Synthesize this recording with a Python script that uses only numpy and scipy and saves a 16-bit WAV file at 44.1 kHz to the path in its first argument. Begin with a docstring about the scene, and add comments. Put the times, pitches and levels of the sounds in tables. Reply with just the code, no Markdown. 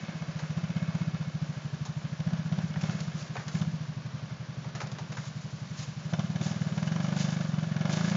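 """A single-cylinder quad bike crawls over rocks and dead leaves in a wood, some way from the microphone.
It putters in bursts of throttle, idles while the gears clunk, then revs up. Each firing booms in the
silencer and barks through the engine's metal and cavities; valves tick and the drive whirrs and whines.
Leaves swish and twigs snap under the tyres, and the trunks scatter the sound.
Behind it a small creek hisses over a faint low rumble. One small microphone, mono, with dull treble."""
import sys
import numpy as np
from scipy import signal
from scipy.fft import rfft, irfft, next_fast_len
from scipy.io import wavfile

SR = 44100
rng = np.random.default_rng(int(sys.argv[2]) if len(sys.argv) > 2 else 0)


def bounce(signal):
    """Save signal as a 16-bit WAV file at the path given by the first command-line argument."""
    frames = np.transpose(np.atleast_2d(signal))
    limited = np.clip(frames, -1, 1)
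    pcm = np.round(limited * 32767).astype(np.int16)
    wavfile.write(sys.argv[1], SR, pcm)


N = 359856
TIME = np.arange(N) / SR
IDLE_PER_S, THROTTLE_PER_S = 11.499, 17.591  # firings at idle, and what full throttle adds

# silencer chambers, in series: f/Hz, width/Hz
SILENCER_CHAMBERS = [(150, 74.5), (181, 92)]
# rolling over the ground: t/s, clatter level at idle/dB, leaf level/dB (both relative)
ROLLING_LEVELS = [(0, -50, -56), (1.3, -52, -55.5), (2.0, -54, -56), (3.0, -51.5, -55), (3.6, -52.5, -52.5),
                  (4.0, -55, -59), (4.9, -52.5, -60.5), (5.4, -55, -54), (6.4, -53, -51.5),
                  (7.3, -52, -49.5), (7.8, -53, -55.5), (8.16, -49, -50)]


def from_db(db):
    """Decibels to gain."""
    return 10 ** (np.asarray(db) / 20)


def rms_one(x):
    """Scale to unit rms."""
    return x / np.sqrt(np.mean(x ** 2) + 1e-20)


def curve(rows):
    """Each column of a timed table, interpolated at every sample."""
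    times, *columns = np.transpose(rows)
    return [np.interp(TIME, times, column) for column in columns]


def cut(x, hz, kind, order=2):
    """Butterworth filter."""
    return signal.sosfilt(signal.butter(order, hz, kind, fs=SR, output="sos"), x + 1e-18)


def resonator(hz, width_hz):
    """Filter coefficients of one resonance, gain 1 at its peak."""
    r = np.exp(-np.pi * width_hz / SR)
    return np.array([1, 0, -1]) * (1 - r * r) / 2, [1, -2 * r * np.cos(2 * np.pi * hz / SR), r * r]


def resonate(x, hz, width_hz):
    """Ring one fixed resonance."""
    return signal.lfilter(*resonator(hz, width_hz), x + 1e-18)


def colour(x, spectrum):
    """Give a steady sound a spectrum that falls away below its lowest point; rms 1."""
    hz, db = np.transpose(spectrum)
    size = next_fast_len(N)
    bins_hz = np.maximum(np.arange(size // 2 + 1) * SR / size, 1)
    gains = from_db(np.interp(np.log(bins_hz), np.log(hz), db))
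    shaped = irfft(rfft(x, size) * gains, size)[:N]
    return rms_one(cut(shaped, hz[0], "high"))


def drift(per_s):
    """A random wander with a spread near 1."""
    knots = rng.standard_normal(4096)
    return np.interp(TIME * per_s, np.arange(len(knots)), knots)


def grains(per_s, spread_db):
    """Random clicks, mostly small and a few large; rms 1."""
    sizes = from_db(spread_db * np.minimum(rng.exponential(1, N), 4)) * rng.choice([-1, 1], N)
    return rms_one(sizes * (rng.random(N) < per_s / SR))


def clicks(times, sizes):
    """One click of the given size at each time."""
    at = np.round(times * SR).astype(int)
    inside = (at >= 0) & (at < N)
    return np.bincount(at[inside], sizes[inside], N)


def bursts(times, sizes, decay_s):
    """Noise that jumps up at each time and dies away."""
    envelope = signal.lfilter([1], [1, -np.exp(-1 / (decay_s * SR))], clicks(times, sizes) + 1e-18)
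    return envelope * rng.standard_normal(N)


def lag(x, lag_s):
    """Follow a control with inertia, starting settled."""
    keep = np.exp(-1 / (lag_s * SR))
    return x[0] + signal.lfilter([1 - keep], [1, -keep], x - x[0])


def throttle(idle_puff_db=-28, charge_db=8, filling_opening=.19, idle_bark_db=-56, strain_db=6):
    """The intake fills and the flywheel follows; gives firings per s, puff level and bark level."""
    # presses of the thumb throttle: start t/s, end t/s, opening/0-1, relative bark level/dB
    presses = [(0, .015, .444, -45), (.084, .485, .131, -55), (.487, .787, .289, -47),
               (.793, 1.177, .227, -49), (1.267, 1.449, .146, -54), (1.622, 2.154, .082, -55),
               (2.156, 2.348, .376, -45), (2.445, 2.616, .439, -42), (2.754, 2.891, .572, -40),
               (3.009, 3.113, .19, -50), (3.477, 3.626, .47, -42), (6.063, 6.198, .75, -37),
               (6.285, 6.506, .572, -40), (6.547, 6.657, .525, -42), (6.708, 7.412, .761, -39),
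               (7.461, 7.654, .73, -45), (7.695, 7.822, .78, -40), (7.824, 8.2, .995, -36)]
    opening, pressed_bark = np.zeros((2, N))
    for start, end, amount, db in presses:
        held = (TIME >= start) & (TIME < end)
        opening += amount * held
        pressed_bark += from_db(db) * held
    intake = lag(opening, lag_s=.0468)
    flywheel = lag(intake, lag_s=.0935)
    per_s = IDLE_PER_S + THROTTLE_PER_S * flywheel
    puff_db = idle_puff_db + charge_db * (1 - np.exp(-intake / filling_opening))
    bark_db = 20 * np.log10(from_db(idle_bark_db) + lag(pressed_bark, lag_s=.017))
    return per_s, puff_db, bark_db + strain_db * (intake - flywheel)


def firings(per_s):
    """Times at which the cylinder fires, and the length of each cycle in s."""
    cycles = np.cumsum(per_s) / SR - .546  # the first firing comes about half a cycle in
    fired = np.interp(np.arange(int(cycles[-1]) + 1), cycles, TIME)
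    return fired, np.append(np.diff(fired), fired[-1] - fired[-2])


def exhaust(fired, period, per_s, puff_db, gain_db=19, uneven_db=0.65, flutter_db=-46, lead_s=0.00077):
    """Each firing is a blowdown puff and smaller puffs from the piston, booming in the silencer."""
    # gas pulses of one cycle: offset/cycles, relative strength, base width/s
    strokes = [(-.105, 0.007, 0.00089), (0, 1, 0.002), (0.097, 0.23, 0.00073), (.172, 0.33, 0.0015),
               (0.256, -0.077, 0.00099), (0.311, -0.0097, 0.0014)]
    # the tailpipe turns towards and away from the microphone: t/s, relative level/dB
    pipe_facing = [(0, -5.5), (.3, -1.5), (.95, 2.5), (2.85, 1.3), (3.1, -1), (3.7, 2.5), (5.3, 0),
                   (6.3, 1.5), (7.3, 0.3), (8.16, 1.5)]
    period = period[:, None]
    slowness = period / .06
    heard_db = puff_db + curve(pipe_facing)[0]
    strength = from_db(np.interp(fired, TIME, heard_db)[:, None])
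    # the lesser puffs count for more under light load, and merge into the blowdown as the revs rise
    lesser = (strength / 0.044) ** -0.61 * np.minimum(slowness, 1) ** 4.4
    # each puff sits in a trough that scales with the cycle, so the bass thins as the revs rise
    draw_s = 0.031 * period
    # keeps the silencer's note strong however narrow the trough
    note_share = 1 - np.exp(-(2 * np.pi * SILENCER_CHAMBERS[0][0] * draw_s) ** 2 / 2)
    near_s = np.arange(-800, 801) / SR
    flow = np.zeros(N)
    for offset, size, width_s in strokes:
        uneven = from_db(uneven_db * rng.standard_normal(period.shape))
        sizes = size * strength * (lesser if offset else 1) * uneven / note_share
        puff_s = width_s * slowness ** 0.2  # puffs shorten with speed
        trough_s = np.hypot(puff_s, draw_s)
        puff = np.exp(-(near_s / puff_s) ** 2 / 2)
        trough = puff_s / trough_s * np.exp(-(near_s / trough_s) ** 2 / 2)
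        times = fired[:, None] - lead_s + offset * period + near_s
        flow += clicks(times.ravel(), (sizes * (puff - trough)).ravel())
    # the gas keeps fluttering between puffs
    flow += from_db(flutter_db + heard_db / 2) * rms_one(cut(rng.standard_normal(N), 370, "low"))
    return from_db(gain_db) * cut(silencer(flow, per_s), 78.5, "high", order=6)


def silencer(flow, per_s, block=1024):
    """The chambers ring in series; hotter gas at higher revs raises their note."""
    pitch_ratio = 0.97 * (per_s / IDLE_PER_S) ** 0.15
    for hz, width_hz in SILENCER_CHAMBERS:
        state, out = np.zeros(2), np.zeros(N)
        for i in range(0, N, block):
            zeros, poles = resonator(hz * pitch_ratio[i], width_hz)
            out[i:i + block], state = signal.lfilter(zeros, poles, flow[i:i + block], zi=state)
        flow = out
    return flow


def bark(fired, period, bark_db, jet_db=17, snap_db=28, gulp_db=37.5):
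    """A dull gulp, then a pressure snap and a jet of gas ring the engine, hardest under throttle."""
    strength = from_db(np.interp(fired, TIME, bark_db) + 0.72 * rng.standard_normal(len(fired)))
    opens = fired + .085 * period
    gulp = cut(clicks(fired - 0.071 * period, strength), 800, "low", order=3)
    snap = clicks(opens + .001, strength)
    jet = bursts(opens, strength, decay_s=0.0091)
    ringing = engine_body(from_db(jet_db) * jet + from_db(snap_db) * snap + from_db(gulp_db) * gulp)
    return cut(ringing, 230, "high", order=3)  # the small openings radiate little bass


def engine_body(x):
    """The metal and air cavities of the engine ring side by side."""
    # modes of pipe, airbox and engine case: f/Hz, width/Hz, level/dB
    modes = [(303, 31, -1.5), (371.5, 26, -1), (516, 75, -1), (623, 102, 2), (781, 113, -0.5),
             (1000, 130, -3), (1147, 140, -3.5), (1435, 160, -4), (1694, 61, -1), (2160, 180, -8),
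             (2680, 190, -11.5), (2990, 120, -7), (3630, 270, -10.5), (4470, 330, -15), (5850, 890, -15.5)]
    return sum((-1) ** k * from_db(db) * resonate(x, hz, width_hz)
               for k, (hz, width_hz, db) in enumerate(modes))


def clatter(fired, period, per_s, whirr_db=-1.5, tick_db=-6, db_per_octave=4.5):
    """Chain and drive whirr and the valves tick three times a cycle, all louder as the revs rise."""
    # spectrum of the whirr: f/Hz, relative level/dB
    spectrum = [(160, -32.5), (280, -8), (308, -2), (449, -5), (579, 2), (822, -9), (892, -6.5), (1680, -3),
                (1970, -10.5), (2230, -10), (3290, -14), (4430, -16.5), (7000, -25), (9100, -49.5),
                (15400, -120)]
    level = from_db(curve(ROLLING_LEVELS)[0] + db_per_octave * np.log2(per_s / IDLE_PER_S))
    seatings = np.concatenate([fired + share * period for share in (.14, .36, .64)])
    ticks = bursts(seatings, from_db(3.5 * rng.standard_normal(len(seatings))), decay_s=0.0038)
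    whirr = colour(grains(per_s=5000, spread_db=2.2), spectrum) * from_db(2.0 * drift(per_s=45))
    return level * (from_db(whirr_db) * whirr + from_db(tick_db) * rms_one(engine_body(ticks)))


def gear_whine():
    """The drive gears sing unsteadily while they pull."""
    # swells of the whine: t/s, level/dB
    swells = [(0, -51.5), (.4, -62.5), (.6, -58), (.8, -54.5), (1.2, -57.5), (1.5, -67), (2.5, -70),
              (2.9, -53), (3.3, -71), (8.16, -72.5)]
    # gear tones: f/Hz, width/Hz, relative level/dB
    tones = [(2183, 92, -4.5), (2560, 110, -8.5)]
    singing = np.zeros(N)
    for hz, width_hz, db in tones:
        band = resonate(rng.standard_normal(N), hz, width_hz)
        singing += from_db(db) * rms_one(resonate(band, hz, width_hz))
    return from_db(curve(swells)[0]) * singing


def leaves(roll_db=3.5, swish_db=7):
    """Dry leaves crackle under the rolling tyres and swish where a wheel pushes through."""
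    # wheels pushing through leaves: t/s, relative level/dB, half length/s
    swishes = [(2.901, -57, .07), (3.016, -54.5, 0.062), (3.202, -46.5, 0.026), (3.582, -48.5, 0.038),
               (5.229, -53.5, 0.082), (5.811, -45.5, 0.039), (6.478, -43.5, 0.041), (7.211, -39, 0.032),
               (7.321, -45.5, 0.027), (7.954, -41, 0.035), (8.082, -45, 0.045)]
    # spectrum of the crackle: f/Hz, relative level/dB
    spectrum = [(400, -14.5), (1000, -5.5), (2000, -4.5), (3500, -2), (5000, -1), (6600, -0.5), (8000, 1.5)]
    rolling = from_db(roll_db + curve(ROLLING_LEVELS)[1])
    swish = sum(from_db(swish_db + db) * np.exp(-np.minimum(((TIME - t) / half_s) ** 2 / 2, 20))
                for t, db, half_s in swishes)
    crackle = colour(grains(per_s=5000, spread_db=2.5), spectrum)
    return np.hypot(rolling, swish) * crackle * from_db(2.1 * drift(per_s=60))


def creek():
    """A small creek in the background: dense tiny clicks blend into a steady hiss."""
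    # spectrum of the water: f/Hz, relative level/dB
    spectrum = [(160, -29.5), (280, -6.5), (425, 0.5), (595, 1.5), (892, -1), (1140, 3), (1270, -3),
                (1700, -3), (1920, -3.5), (6040, -8), (7000, -25.5), (9100, -50), (15400, -120)]
    return from_db(-53.5) * colour(grains(per_s=12000, spread_db=1.6), spectrum)


def rumble():
    """A faint, low outdoor rumble."""
    return from_db(-66) * rms_one(cut(rng.standard_normal(N), [60, 140], "band"))


def rock_echoes(x):
    """The direct sound and its distinct echoes off the slope and rocks."""
    # reflections: delay t/s, relative strength
    reflections = [(0.0189, 0.14), (0.0249, 0.13), (0.031, .05), (0.043, -0.15)]
    # the echoes grow as the quad nears the rocks and a fallen log: t/s, relative level/dB
    nearness = [(0, -0.5), (1.9, -11.5), (2.4, 1), (4, 2.5), (8.16, 0)]
    echoes = sum(gain * np.interp(TIME - delay_s, TIME, x, left=0) for delay_s, gain in reflections)
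    return x + from_db(curve(nearness)[0]) * echoes


def trunk_scatter(x, wet_db, t60_s=0.43, build_s=0.014):
    """The direct sound and the many faint, dying echoes that the trunks throw back."""
    age = TIME[:SR]
    echoes = rng.standard_normal(SR) * (rng.random(SR) < .05)
    envelope = from_db(-60 * age / t60_s) * (1 - np.exp(-age / build_s))
    scatter = cut(echoes * envelope, 7100, "low", order=1)
    scatter /= np.sqrt(np.sum(scatter ** 2))
    return x + from_db(wet_db) * signal.oaconvolve(x, scatter)[:N]


def knocks(thud_db=3, clack_db=0.5, crack_db=0):
    """Each knock is a short rattle of contacts with a thud, a clack and a bright crack."""
    # knocks of the engine, gears, frame and twigs: t/s, relative thud, clack and crack level/dB, t60/s
    hits = [(0.39, -47.5, -47, -46.5, 0.16), (0.95, -45, -49, -49.5, 0.068), (1.852, -48, -56, -43.5, 0.14),
            (2.759, -48, -40, -57, 0.065), (2.812, -50, -44.5, -40, 0.083), (3.004, -52, -53, -38, 0.04),
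            (3.354, -36.5, -42, -59, 0.08), (3.367, -53, -34, -46, 0.055), (3.481, -53, -45, -41, 0.084),
            (3.395, -53, -46.5, -53, 0.24), (4.644, -46, -51, -54, 0.098), (4.75, -47.5, -43, -43, 0.15),
            (4.803, -45, -39.5, -42, 0.098), (4.815, -42, -51, -48.5, 0.12), (4.87, -57, -53, -48, 0.07),
            (4.916, -48, -60, -42.5, 0.065), (4.985, -42, -48, -44.5, 0.11),
            (5.12, -47, -49.5, -45.5, 0.12), (5.17, -50, -39.5, -45.5, 0.11)]
    bands = [(420, 1000, thud_db), (1000, 2100, clack_db), (2500, 7500, crack_db)]
    age = TIME[:SR // 2]
    out = np.zeros(N)
    for k, (low_hz, high_hz, band_db) in enumerate(bands):
        envelope = np.zeros(N + len(age))
        for t, *levels_db, t60_s in hits:
            at = int(t * SR)
            envelope[at:at + len(age)] += from_db(levels_db[k] + band_db - 60 * age / t60_s)
        rattle = envelope[:N] * grains(per_s=12000, spread_db=0.95)
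        band_share = 2 * (high_hz - low_hz) / SR
        out += cut(rattle, [low_hz, high_hz], "band") / np.sqrt(band_share)
    return out


def scene():
    """The quad bike some way off among the trees, over the creek and the rumble."""
    per_s, puff_db, bark_db = throttle()
    fired, period = firings(per_s)
    boom = rock_echoes(exhaust(fired, period, per_s, puff_db))
    boom = trunk_scatter(boom, wet_db=-25)
    engine = bark(fired, period, bark_db) + clatter(fired, period, per_s) + gear_whine()
    ground = leaves() + knocks()
    background = creek() + rumble()
    return (boom + trunk_scatter(engine + ground, wet_db=-14.5) + background)[None]


def record(dry, cutoff_hz=7000):
    """A small microphone with a steep treble cut."""
    return signal.sosfilt(signal.ellip(8, .3, 80, cutoff_hz, fs=SR, output="sos"), dry)


dry = scene()
out = record(dry)
bounce(out)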